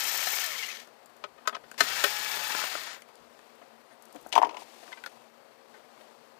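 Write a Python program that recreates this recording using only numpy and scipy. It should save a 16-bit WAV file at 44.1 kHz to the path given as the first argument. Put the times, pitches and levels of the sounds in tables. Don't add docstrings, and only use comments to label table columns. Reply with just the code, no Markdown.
import sys
import numpy as np
from scipy import signal
from scipy.fft import rfft, irfft
from scipy.io import wavfile

SR = 44100
rng = np.random.default_rng(int(sys.argv[2]) if len(sys.argv) > 2 else 0)


def materialize(psi):
    bounded = np.clip(np.atleast_2d(psi).T, -1, 1)
    quanta = np.round(bounded * 32767).astype(np.int16)
    wavfile.write(sys.argv[1], SR, quanta)


def boost_factor(decibels):
    exponent = np.asarray(decibels, float) / 20
    return 10 ** exponent


N = 281799


def evened(x):
    return x / np.sqrt(np.mean(x ** 2) + 1e-20)


def peaked(x):
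    return x / abs(x).max()


def white(count):
    return rng.standard_normal(count)


def curves(rows):
    s, *columns = np.transpose(rows)
    t = np.arange(s[0], s[-1], 1 / SR)
    return [t] + [np.interp(t, s, c) for c in columns]


def add(mix, s, sound):
    part = mix[round(s * SR):][:len(sound)]
    part += sound[:len(part)]


def band(x, lo_hz, hi_hz):
    sos = signal.butter(3, [lo_hz, min(hi_hz, 16000)], "band", fs=SR, output="sos")
    return signal.sosfilt(sos, x)


def coloured(x, points, peaks=()):
    f, db = np.transpose(points)
    hz = np.fft.rfftfreq(len(x), 1 / SR)
    lift_db = sum(top_db / (1 + (2 * (hz - centre) / width) ** 2) for centre, width, top_db in peaks)
    base_db = np.interp(np.log(hz + 1), np.log(f), db, -90, -90)
    return evened(irfft(rfft(x) * boost_factor(base_db + lift_db), len(x)))


def drift(count, hz):
    return evened(signal.sosfilt(signal.butter(2, hz, fs=SR, output="sos"), white(count)))


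def ramp(t, start, length):
    return np.clip((t - start) / length, 0, 1)


def hump(t, middle, length):
    return np.cos(np.pi * np.clip((t - middle) / length, -.5, .5)) ** 2


def ring(modes, factor=1, slower=1):
    t = np.arange(SR // 8) / SR
    x = np.zeros(len(t))
    for hz, db, t60 in modes:
        fade_db = -60 * t / (np.clip(t60, .02, .1) * slower)
        x += boost_factor(db + fade_db) * np.sin(2 * np.pi * hz * factor * t)
    return peaked(x)


def crack(lo_hz, hi_hz, t60, rise=0.0002):
    t = np.arange(SR // 8) / SR
    shape = np.minimum(t / rise, 1) ** 2 * boost_factor(-60 * np.maximum(t - rise, 0) / t60)
    return peaked(band(white(len(t)), lo_hz, hi_hz) * shape)


# pitch_hz, level_db
HUSH = [(18, -77), (30, -56), (60, -43), (100, -49), (125, -17.5), (202, -22.5), (230, -4), (270, -17.5),
        (467, -8.5), (505, -9.5), (709, -7), (767, -10), (1770, -16), (9430, -37), (15500, -33)]
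# pitch_hz, width_hz, level_db
HUSH_BANDS = [(4500, 700, 5), (7900, 700, 4), (9450, 400, 4), (10800, 600, 3)]


def hush():
    return coloured(white(N), HUSH, HUSH_BANDS) * boost_factor(-60.5 + drift(N, 38))


# pitch_hz, level_db
HUM = [(236.9, -73), (463.0, -68.5), (543.7, -68)]


def outside_hum():
    mix = np.zeros(N)
    for hz, db in HUM:
        level = boost_factor(db - 3.5 + 3 * drift(N, 8))
        mix += level * np.sin(2 * np.pi * hz * np.cumsum(1 + 0.0057 * drift(N, 3.76)) / SR)
    return mix


# start_s, length_s, pitch_hz, level_db
SQUEAKS = [(3.825, .17, 9500, -78), (5.96, .09, 9500, -75), (4.65, 1.1, 2606, -79),
           (1.526, .026, 3200, -60), (3.89, .05, 6550, -77), (3.9, .05, 9550, -73)]


def squeaks():
    mix = np.zeros(N)
    for s, length, hz, db in SQUEAKS:
        count = len(np.arange(0, length, 1 / SR))
        waver = np.cumsum(1 + .004 * drift(count, 60)) / SR
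        level = boost_factor(db + 3 * drift(count, 40)) * np.hanning(count) ** .5
        add(mix, s, level * np.sin(2 * np.pi * hz * waver))
    return mix


# peak_s, level_db
GRIPS = [(.3, -74.5), (1.24, -73), (1.58, -73), (1.815, -59), (2.08, -65.5), (2.38, -63), (2.55, -72),
         (2.78, -74), (3.2, -72), (4.16, -72), (4.4, -70), (5.71, -82)]


def grip_rumble():
    t = np.arange(N) / SR
    rumble_db = np.full(N, -95.0)
    for s, db in GRIPS:
        rumble_db = np.maximum(rumble_db, db - np.maximum(700 * (s - t), 60 * (t - s)))
    deep = [(25, -30), (45, -23), (63, -5), (90, -13), (140, -10.5), (280, -8)]  # Hz, dB
    return coloured(white(N), deep) * boost_factor(rumble_db)


# pitch_hz, level_db
RUSTLE = [(500, -30), (900, -8), (1300, -3), (2500, -3), (4900, -6), (9000, -12), (15500, -19)]
# middle_s, length_s, hiss_db, brush_db
SWEEPS = [(1.518, 0.36, -66, -62), (1.758, 0.32, -60, -81), (3.4, 0.9, -64, -75.5), (4.192, 0.31, -60, -63),
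          (4.537, 0.22, -65, -51.5), (4.61, 0.073, -47, -71), (4.786, 0.58, -52.5, -61.5),
          (4.898, 0.12, -56, -59), (5.09, 0.51, -58.5, -63.5), (5.76, 0.24, -62.5, -64),
          (6.053, 0.71, -62, -64.5)]


def sleeve():
    t = np.arange(N) / SR
    hiss_power, brush_power = boost_factor(2 * -67.5), boost_factor(2 * -66.5)
    for s, length, hiss_db, brush_db in SWEEPS:
        swell = hump(t, s, length)
        hiss_power = hiss_power + boost_factor(2 * hiss_db) * swell
        brush_power = brush_power + boost_factor(2 * brush_db) * swell
    grains = white(N) * boost_factor(drift(N, 80))
    hiss = boost_factor(-6) * np.sqrt(hiss_power) * coloured(grains, RUSTLE)
    return hiss + np.sqrt(brush_power) * evened(band(grains, 295, 1280))


def reflections(x):
    at = np.arange(90, SR // 6, 20)
    taps = np.zeros(SR // 5)
    cabin_t60 = 0.069
    signs = rng.choice([-1., 1.], len(at))
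    taps[at + rng.integers(0, 20, len(at))] = signs * boost_factor(-60 * at / SR / cabin_t60)
    return signal.oaconvolve(x, taps / np.linalg.norm(taps))[:N]


# start_s, peak_db, centre_hz
TICKS = [(1.059, -44.5, 9100), (1.0984, -55, 14000), (1.1662, -52, 8670), (3.155, -45.5, 6350),
         (3.1994, -61, 5380), (3.553, -55, 12000), (4.0232, -43, 9200), (4.0265, -54, 6800),
         (4.0538, -46, 7950), (4.0851, -56, 13500), (4.126, -46, 9400), (4.146, -50, 12000),
         (4.159, -44, 8450), (4.204, -57, 12000), (4.213, -46, 12000), (4.226, -52, 13500),
         (4.269, -44, 13000), (4.2877, -49, 11000), (4.292, -44.5, 8200), (4.3017, -53, 13500),
         (4.4024, -50, 9000)]


def loose_screws():
    mix = np.zeros(N)
    for s, db, hz in TICKS:
        add(mix, s, boost_factor(db) * crack(.5 * hz, 1.8 * hz, .014))
    return mix


# pitch_hz, level_db, t60_s
DASH = [
    [(265, -1, .09), (420, -4, .06), (590, -8, .05), (690, 0, .06), (850, -3, .05)],
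    [(1050, -2, .05), (1260, 0, .045), (1520, -1, .045), (1800, -2, .04), (2080, -3, .04), (2500, -6, .04), (2990, -6, .045), (3420, -8, .04), (4300, -9, .04)],
]


def tap(s, db, thud_db, tick_db, t60, hz, rise):
    contacts = crack(400, 6000, .4 * t60, rise)[:1400]
    low, middle = (peaked(signal.oaconvolve(ring(modes, 1, t60 / 0.11), contacts)) for modes in DASH)
    middle = peaked(middle + 1.4 * band(middle, .7 * hz, 1.4 * hz))
    add(middle, 0, 0.4 * crack(0.41 * hz, 2.57 * hz, t60, rise))
    add(middle, 0, 1.6 * boost_factor(tick_db) * crack(4200, 10500, .6 * t60, .25 * rise))
    add(middle, 0, .7 * boost_factor(tick_db) * crack(10000, 16000, .25 * t60, .25 * rise))
    add(low, 0, 0.62 * crack(380, 1600, t60, rise) + .14 * crack(220, 490, 1.6 * t60, 0.0022))
    return s, boost_factor(db - 3.5) * (middle + 1.03 * boost_factor(thud_db) * low)


# start_s, peak_db, thud_below_db, t60_s, centre_hz
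SCUFFS = [(1.3747, -45.5, -8.5, 0.12, 1510), (1.45, -38.5, -14, 0.06, 1300), (1.522, -34, -5, 0.12, 1030),
          (1.6344, -42.5, -11, 0.067, 1540), (3.6094, -46, -2, 0.16, 1080), (3.907, -50.5, 4, 0.12, 1640),
          (4.8244, -47, 0, 0.085, 2050), (4.9138, -38, -17, .069, 2020), (5.7344, -44.5, -10, 0.23, 1920)]


def scuffs():
    mix = np.zeros(N)
    for s, db, thud_db, t60, hz in SCUFFS:
        add(mix, *tap(s, db, thud_db, -32, t60, hz, 0.0069))
    return mix


# start_s, peak_db, thud_below_db, tick_below_db, centre_hz
CATCHES = [(1.781, -35, -21, -17, 1970), (2.365, -26, -4, -15, 1000), (2.405, -30, -15, -16, 1110),
           (2.5, -34, 0, -16, 1110), (2.544, -21.5, -8, -22, 1290), (2.585, -25, -28, -14, 1300),
           (2.612, -21, -21, -20, 1520), (2.635, -23, -13, -30, 1300), (2.748, -24, -3, -19, 1250)]
# start_s, peak_db, thud_below_db, tick_below_db, centre_hz
SEATS = [(0.874, -43.5, -5, -7, 1240), (1.565, -37, 4.5, -15, 1350), (1.714, -34.5, -7, -3.5, 1370),
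         (1.494, -25, -26, -22, 1400), (1.742, -40, -21, -12, 1310), (3.02, -39, -21, -4, 2620),
         (3.0866, -44, -10, -15, 1100), (3.39, -45.5, -7, -11, 1540)]
# start_s, peak_db, thud_below_db, tick_below_db, centre_hz
BUMPS = [(4.8775, -40, -10, -17, 1480), (4.9874, -44, -15, -23, 2300), (5.074, -37, -12, -16, 1500),
         (5.976, -51, 5, -20, 900)]


def taps():
    mix = np.zeros(N)
    for t60, rise, table in ((.085, .0063, CATCHES), (.06, .0016, SEATS), (.039, .0016, BUMPS)):
        for s, db, thud_db, tick_db, hz in table:
            longer_t60 = max(t60 + 0.3 * (db + 13.5), .02)
            add(mix, *tap(s, db, thud_db, tick_db, longer_t60, hz, rise))
    return mix


# start_s, peak_db, swell_s, t60_s, tick_below_db
STRIKES = [(.268, -23, 0.0045, 0.039, -16), (1.2383, -26, 0.0015, 0.042, -40),
           (1.473, -15.5, 0.0024, 0.043, -17.5), (1.541, -26.5, .011, 0.027, -38),
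           (1.803, -9.5, 0.0037, 0.049, -14), (2.0382, -11, 0.0029, 0.048, -10),
           (4.1429, -35.5, 0.0079, 0.044, -30), (4.158, -36, 0.0033, 0.027, -24),
           (4.261, -35.5, 0.002, 0.023, -20), (4.922, -32.5, 0.0075, 0.028, -25),
           (4.968, -39, 0.0078, 0.051, -30), (5.0374, -32, 0.0017, 0.028, -13),
           (5.0609, -29, 0.00091, 0.027, -14), (6.0077, -47, .002, 0.086, -12)]
# pitch_hz, level_db
DASH_SPOTS = [
    [(750, -2.5), (1300, -4), (1800, -3), (2130, -9), (3200, -21), (4150, -3)],
    [(415, -7.5), (590, -3.5), (840, -5), (1060, -4), (1270, 2), (1480, -2.5), (1950, -8), (2520, -10),
     (3070, -11), (3400, -22)],
    [(420, -16.5), (640, -10), (1050, -4.5), (1280, 1.5), (1510, -3.5), (1950, -7.5), (2500, -14),
     (3070, -14), (3590, -12), (4240, -20), (5570, -28)],
    [(690, -8), (1060, -1), (1280, 2.5), (1730, -11), (1940, -9), (2560, -25), (3120, -25), (3820, -24)],
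    [(270, -19), (420, -15.5), (680, -5), (1000, -11.5), (1270, -2.5), (1520, 1), (1780, 1), (2080, 0),
     (2480, -6), (3020, -6.5), (4160, -3), (5090, -13)],
    [(410, -9), (580, -5.5), (1060, -8), (1300, -0.5), (1530, 1.5), (1830, -1), (2260, -5), (2500, -3.5),
     (2990, -1), (3290, -1), (3700, -2), (4570, -17)],
]
# pitch_hz, level_db
CONSOLE_SPOTS = [
    [(300, 1), (520, 1), (760, 2), (950, -12)],
    [(270, -3), (480, -10), (710, 1), (1200, -10), (2400, -12)],
    [(350, -1), (480, -6), (760, 7), (1020, -1)],
    [(960, -7), (1500, -10), (1810, -17), (2050, 1), (2700, -14), (3610, -9)],
    [(900, -4), (1550, 0), (2000, -5), (2400, -1), (3300, -18)],
    [(900, -10), (1500, 4), (2000, -6), (2600, -15), (3300, -16)],
    [(470, -10), (850, -5), (1430, 3.5), (1700, 0), (2200, -14), (3190, -23), (4760, -16)],
    [(600, -1), (1620, -6), (1900, -7), (3100, -18)],
]


def strike(s, db, rise, t60, tick_db, modes):
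    hz, mode_db = np.transpose(modes)[:, :, None]
    t = np.arange(SR // 8) / SR
    hold_s = 0.0019
    mode_t60 = t60 * (1500 / hz) ** 0.47
    fade_db = -60 * np.maximum(t - rise - hold_s, 0) / mode_t60
    body = (boost_factor(mode_db + fade_db) * np.sin(2 * np.pi * (hz * t + rng.random(hz.shape)))).sum(0)
    body *= np.minimum(t / rise, 1) ** 3.2 / np.linalg.norm(boost_factor(mode_db)) / 1.815
    body += boost_factor(-5) * crack(0.75 * hz.min(), 1.16 * hz.max(), t60, rise)
    tick = 0.98 * crack(4000, 9500, 0.62 * t60, .4 * rise) + 0.67 * crack(9900, 17000, t60, 0.44 * rise)
    return s, boost_factor(db) * (body + boost_factor(tick_db) * tick)


def hard_blows():
    mix = np.zeros(N)
    for row, modes in zip(STRIKES, DASH_SPOTS + CONSOLE_SPOTS):
        add(mix, *strike(*row, modes))
    return mix


# start_s, peak_db, tick_below_db
CLINKS = [(4.159, -60, -2), (4.32, -38, -9), (4.326, -14, -17), (4.3305, -27, -16), (4.339, -33, -21),
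          (4.3534, -14, -13), (4.364, -23, -18), (4.3775, -17.5, -10), (4.382, -28, -8),
          (4.4162, -29.5, -16), (4.4255, -23, -17), (4.447, -28.5, -22), (4.451, -32, -15),
          (4.4695, -39, -9), (4.492, -33.5, -23), (4.508, -39, -28), (4.5271, -42, -20),
          (4.5441, -36.5, -29), (4.5683, -30, -20), (4.618, -50, -12)]
# pitch_hz, level_db, t60_s
SCREW = [(1650, 2, 0.097), (2390, 19, 0.011), (2920, -9, 0.057), (3350, -25, 0.034), (4940, 2, 0.054),
         (5740, -39, 0.079), (6300, -28, 0.048), (6900, -28, 0.047)]


def clinks():
    mix = np.zeros(N)
    for s, db, tick_db in CLINKS:
        steel = .6 * ring(SCREW, rng.uniform(.93, 1.07), .5)
        steel += .8 * crack(2000, 3400, .03, .0004) + .55 * crack(1500, 6500, .045, .0004)
        add(mix, s, boost_factor(db) * (0.5 * steel + boost_factor(tick_db - 3.5) * crack(3400, 19000, 0.02)))
    return mix


# start_s, peak_db, pitch_factor
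KNOCKS = [(4.327, -31, 0.9), (4.339, -27.5, 0.8), (4.354, -22, 1), (4.3604, -8.5, 0.97),
          (4.3769, -5.5, 0.96), (4.392, -23, 0.75), (4.416, -12.5, 0.96), (4.424, -24, 0.93),
          (4.43, -9, 0.99), (4.445, -43, 0.74), (4.455, -23, 0.95), (4.469, -29, 0.88), (4.493, -32, 0.97),
          (4.51, -35, 0.86), (4.545, -34, 0.91), (4.569, -31.5, 0.91), (4.619, -38, 0.84),
          (4.645, -51, 0.9)]
# pitch_hz, level_db, t60_s
CUP = [(450, 8, 0.11), (694, -8, 0.065), (766, -1.5, 0.12), (854, -3, 0.07), (911, 4, 0.043),
       (953, -0.5, 0.095), (1027, -9, 0.045), (1080, 1.5, 0.073), (1120, -14, 0.044)]


def cup_knocks():
    mix = np.zeros(N)
    for s, db, factor in KNOCKS:
        flex = np.hanning(170) * np.sin(2 * np.pi * 930 * factor * np.arange(170) / SR)
        body = peaked(np.convolve(ring(CUP, factor, 0.63), flex))
        add(body, 0, 0.034 * crack(286, 520, 0.35, 0.0021))
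        add(body, 0, 0.097 * crack(1000, 1920, .07, 0.00079))
        add(mix, s, boost_factor(db - .9) * body)
    return mix


# start_s, peak_db, ring_hz
RATTLES = [(.187, -30, 2250), (.3321, -25, 2160), (.435, -25.5, 1805), (.5, -30, 1800), (.5137, -31, 2220),
           (.548, -29.5, 2040), (.585, -25, 2220), (.622, -25, 2110), (.631, -27, 2870), (.628, -34, 4700),
           (.695, -40, 3700), (.6629, -35, 2250), (.6814, -31, 2100), (.6968, -30.5, 2460)]


def shell_rattles():
    mix = np.zeros(N)
    for s, db, hz in RATTLES:
        spot = crack(.96 * hz, 1.04 * hz, 0.063, 0.002)
        add(mix, s, boost_factor(db - 7.5) * (spot + 0.51 * crack(1000, 7000, .03, 0.0024)))
    return mix


def speed(t, pressed, released, top_hz, drag_hz):
    rising = 1 - np.exp(-(np.maximum(t - pressed, 1e-3) / .036) ** .6)
    coasting = np.exp(-np.maximum(t - released, 0) / .77)
    return np.maximum((top_hz * rising + drag_hz) * coasting - drag_hz, 60)


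# whine_db, octave_db, grind_above_chatter_db, fizz_db
VOICES = [(-55, -55.5, -10, -39), (-49.5, -47.5, -6, -46.5)]
# whine_db_per_decade, octave_db_per_decade, grind_freed_db
COASTING = [(58, 46, -8), (120, 80, 0)]
# start_s, level_db
LOAD_OFF = [(9, 0), (2.38, -5)]
# end_s, level_db
SEATED = [(0, 0), (2.05, 0)]
FREED_DB = [6, 0]
# whine_multiple, below_octave_db
SIDE_ORDERS = [(1.77, -11), (2.17, -7), (2.67, -12), (2.98, -13), (4.05, -13), (5.2, -14), (6.25, -11),
               (6.58, -11), (7.6, -13)]


def motor_whine(i, t, turns, slowed, faded, released):
    bite_s, unseated_db = SEATED[i]
    free_s, unloaded_db = LOAD_OFF[i]
    tone_db = VOICES[i][0] + COASTING[i][0] * slowed + unseated_db * np.clip((bite_s - t) / 0.025, 0, 1)
    octave_db = VOICES[i][1] + COASTING[i][1] * faded + unloaded_db * ramp(t, free_s, 0.064)
    tones = boost_factor(tone_db) * np.sin(2 * np.pi * turns) + boost_factor(octave_db) * np.sin(4 * np.pi * turns)
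    for multiple, db in SIDE_ORDERS:
        tones += boost_factor(octave_db + db + 4.5 * drift(len(t), 6.9)) * np.sin(2 * np.pi * multiple * turns)
    return tones * np.sqrt(2) * boost_factor(1.6 * drift(len(t), 25) + FREED_DB[i] * ramp(t, released, .04))


# pitch_hz, level_db
HOUSING = [
    [(710, -14), (1200, -7), (1600, -4), (1770, -0.5), (2040, 0), (2210, -0.5), (3620, -3.5), (4160, -1.5),
     (6370, -6.5), (9220, -18.5), (11000, -14), (14300, -16), (22000, -120)],
    [(710, -30), (1200, -8), (1600, -5), (1720, -16), (2000, -9.5), (2640, -1), (3180, -2), (5140, -4),
     (6190, -9), (6730, -9.5), (11000, -18), (14300, -33), (22000, -120)],
]
# pitch_hz, width_hz, level_db
SHELL = [
    [(1810, 33, 5.5), (990, 63, -1), (1337, 47, 7), (2090, 60, -4), (2100, 65, 1), (2193, 60, 4.5),
     (3140, 130, 4.5), (3450, 80, 4), (3540, 150, -3), (3940, 80, -1), (4100, 160, -0.5), (5200, 100, -6),
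     (5430, 150, 2.5), (6540, 250, 4)],
    [(1300, 74, 5), (1845, 330, 7), (1960, 63, -3), (2300, 63, 6.5), (2540, 60, -1.5), (2630, 48, 2),
     (2720, 87, 1), (3010, 90, -3), (3460, 110, 2), (4370, 180, 2), (4900, 100, 1.5), (5490, 120, 9),
     (5520, 90, -12), (6900, 380, 5.5)],
]


def gear_teeth(i, hz, turns, slowed, carrier):
    count = len(hz)
    hits = rng.random(count) < 9.0 * (hz + 60) / SR
    impacts = hits * boost_factor(2.2 * rng.exponential(1, count)) * rng.choice([-1, 1], count)
    teeth = coloured(evened(impacts) + 0.78 * white(count), HOUSING[i], SHELL[i])
    shaft = np.cos(2 * np.pi * turns / 3)
    return teeth * boost_factor(0.093 * carrier + shaft + (1.04 - 1.2 * slowed) * drift(count, 42))


# pitch_hz, level_db
GRIND = [(71, -63), (120, -27.5), (367, -9.5), (399, -9), (523, -6), (837, 0.5), (931, -3), (1100, -1.5),
         (1290, -5.5), (2000, -2.5), (2600, -12), (4400, -120)]


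def thread_grind(i, t, gear_db, released):
    loudest_db = gear_db.max()
    level_db = VOICES[i][2] + loudest_db + 0.72 * (gear_db - loudest_db)
    level_db += COASTING[i][2] * ramp(t, released, 0.086)
    grind = coloured(white(len(t)), GRIND, SHELL[i]) * boost_factor(2.1 * drift(len(t), 50))
    return boost_factor(level_db - 0.5) * grind


# pitch_hz, level_db
FIZZ = [
    [(5000, 2), (8500, -1.5), (9330, -7.5), (10600, -6.5), (13000, -1.5), (14500, 4), (15500, -3)],
    [(5000, -5), (8500, -4.5), (9330, -5.5), (11000, -7), (13000, -2), (14500, 2.5), (15500, -3)],
]


def brush_fizz(i, gear_db, faded, carrier):
    count = len(gear_db)
    level_db = np.minimum(VOICES[i][3] + 45 * faded, gear_db)
    fizz = coloured(white(count), FIZZ[i]) * boost_factor(1.6 * carrier + 2.4 * drift(count, 60))
    return boost_factor(level_db + 1) * fizz


# pressed_s, released_s, free_speed_hz, dry_drag_hz
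RUNS = [
    (-1, .366, 857, 660),
    (1.78, 2.63, 858, 740),
]
# time_s, level_db
CHATTER = [
    [(0, -36.5), (.42, -35), (.5, -40), (.67, -39), (.73, -43), (.81, -48), (.86, -61), (.93, -79)],
    [(1.779, -38), (1.83, -38.5), (1.95, -35.5), (2.25, -38.5), (2.65, -37), (2.88, -43), (2.95, -46.5),
     (3.02, -70)],
]


def screwdriver():
    mix = np.zeros(N)
    for i, run in enumerate(RUNS):
        released = run[1]
        t, gear_db = curves(CHATTER[i])
        hz = speed(t, *run)
        slowed = np.log10(hz / hz.max())
        faded = slowed * np.where(t > released, 1, 0.29)
        turns = np.cumsum(hz * (1 + .0032 * drift(len(t), 30))) / SR
        carrier = np.cos(2 * np.pi * turns / 35 + .9 * drift(len(t), 6))
        sound = motor_whine(i, t, turns, slowed, faded, released)
        sound += boost_factor(gear_db - 1) * gear_teeth(i, hz, turns, slowed, carrier)
        sound += thread_grind(i, t, gear_db, released) + brush_fizz(i, gear_db, faded, carrier)
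        add(mix, t[0], sound)
    return mix


def scene():
    cabin = hush() + outside_hum() + squeaks() + grip_rumble() + sleeve()
    blows = loose_screws() + scuffs() + taps() + hard_blows()
    blows += clinks() + cup_knocks() + shell_rattles()
    blows = band(blows, 203, 23000)
    tool = screwdriver()
    heard = tool + blows + boost_factor(-8.5) * reflections(blows + .55 * tool) + cabin
    return np.array([2 * heard, 0 * heard])


def top_cut(x):
    return signal.sosfilt(signal.butter(12, 16530, fs=SR, output="sos"), x)


def record(dry):
    limited = signal.oaconvolve(dry, signal.firwin(301, 15300, fs=SR)[None], "same")
    return top_cut(limited)


dry = scene()
out = record(dry)
materialize(out)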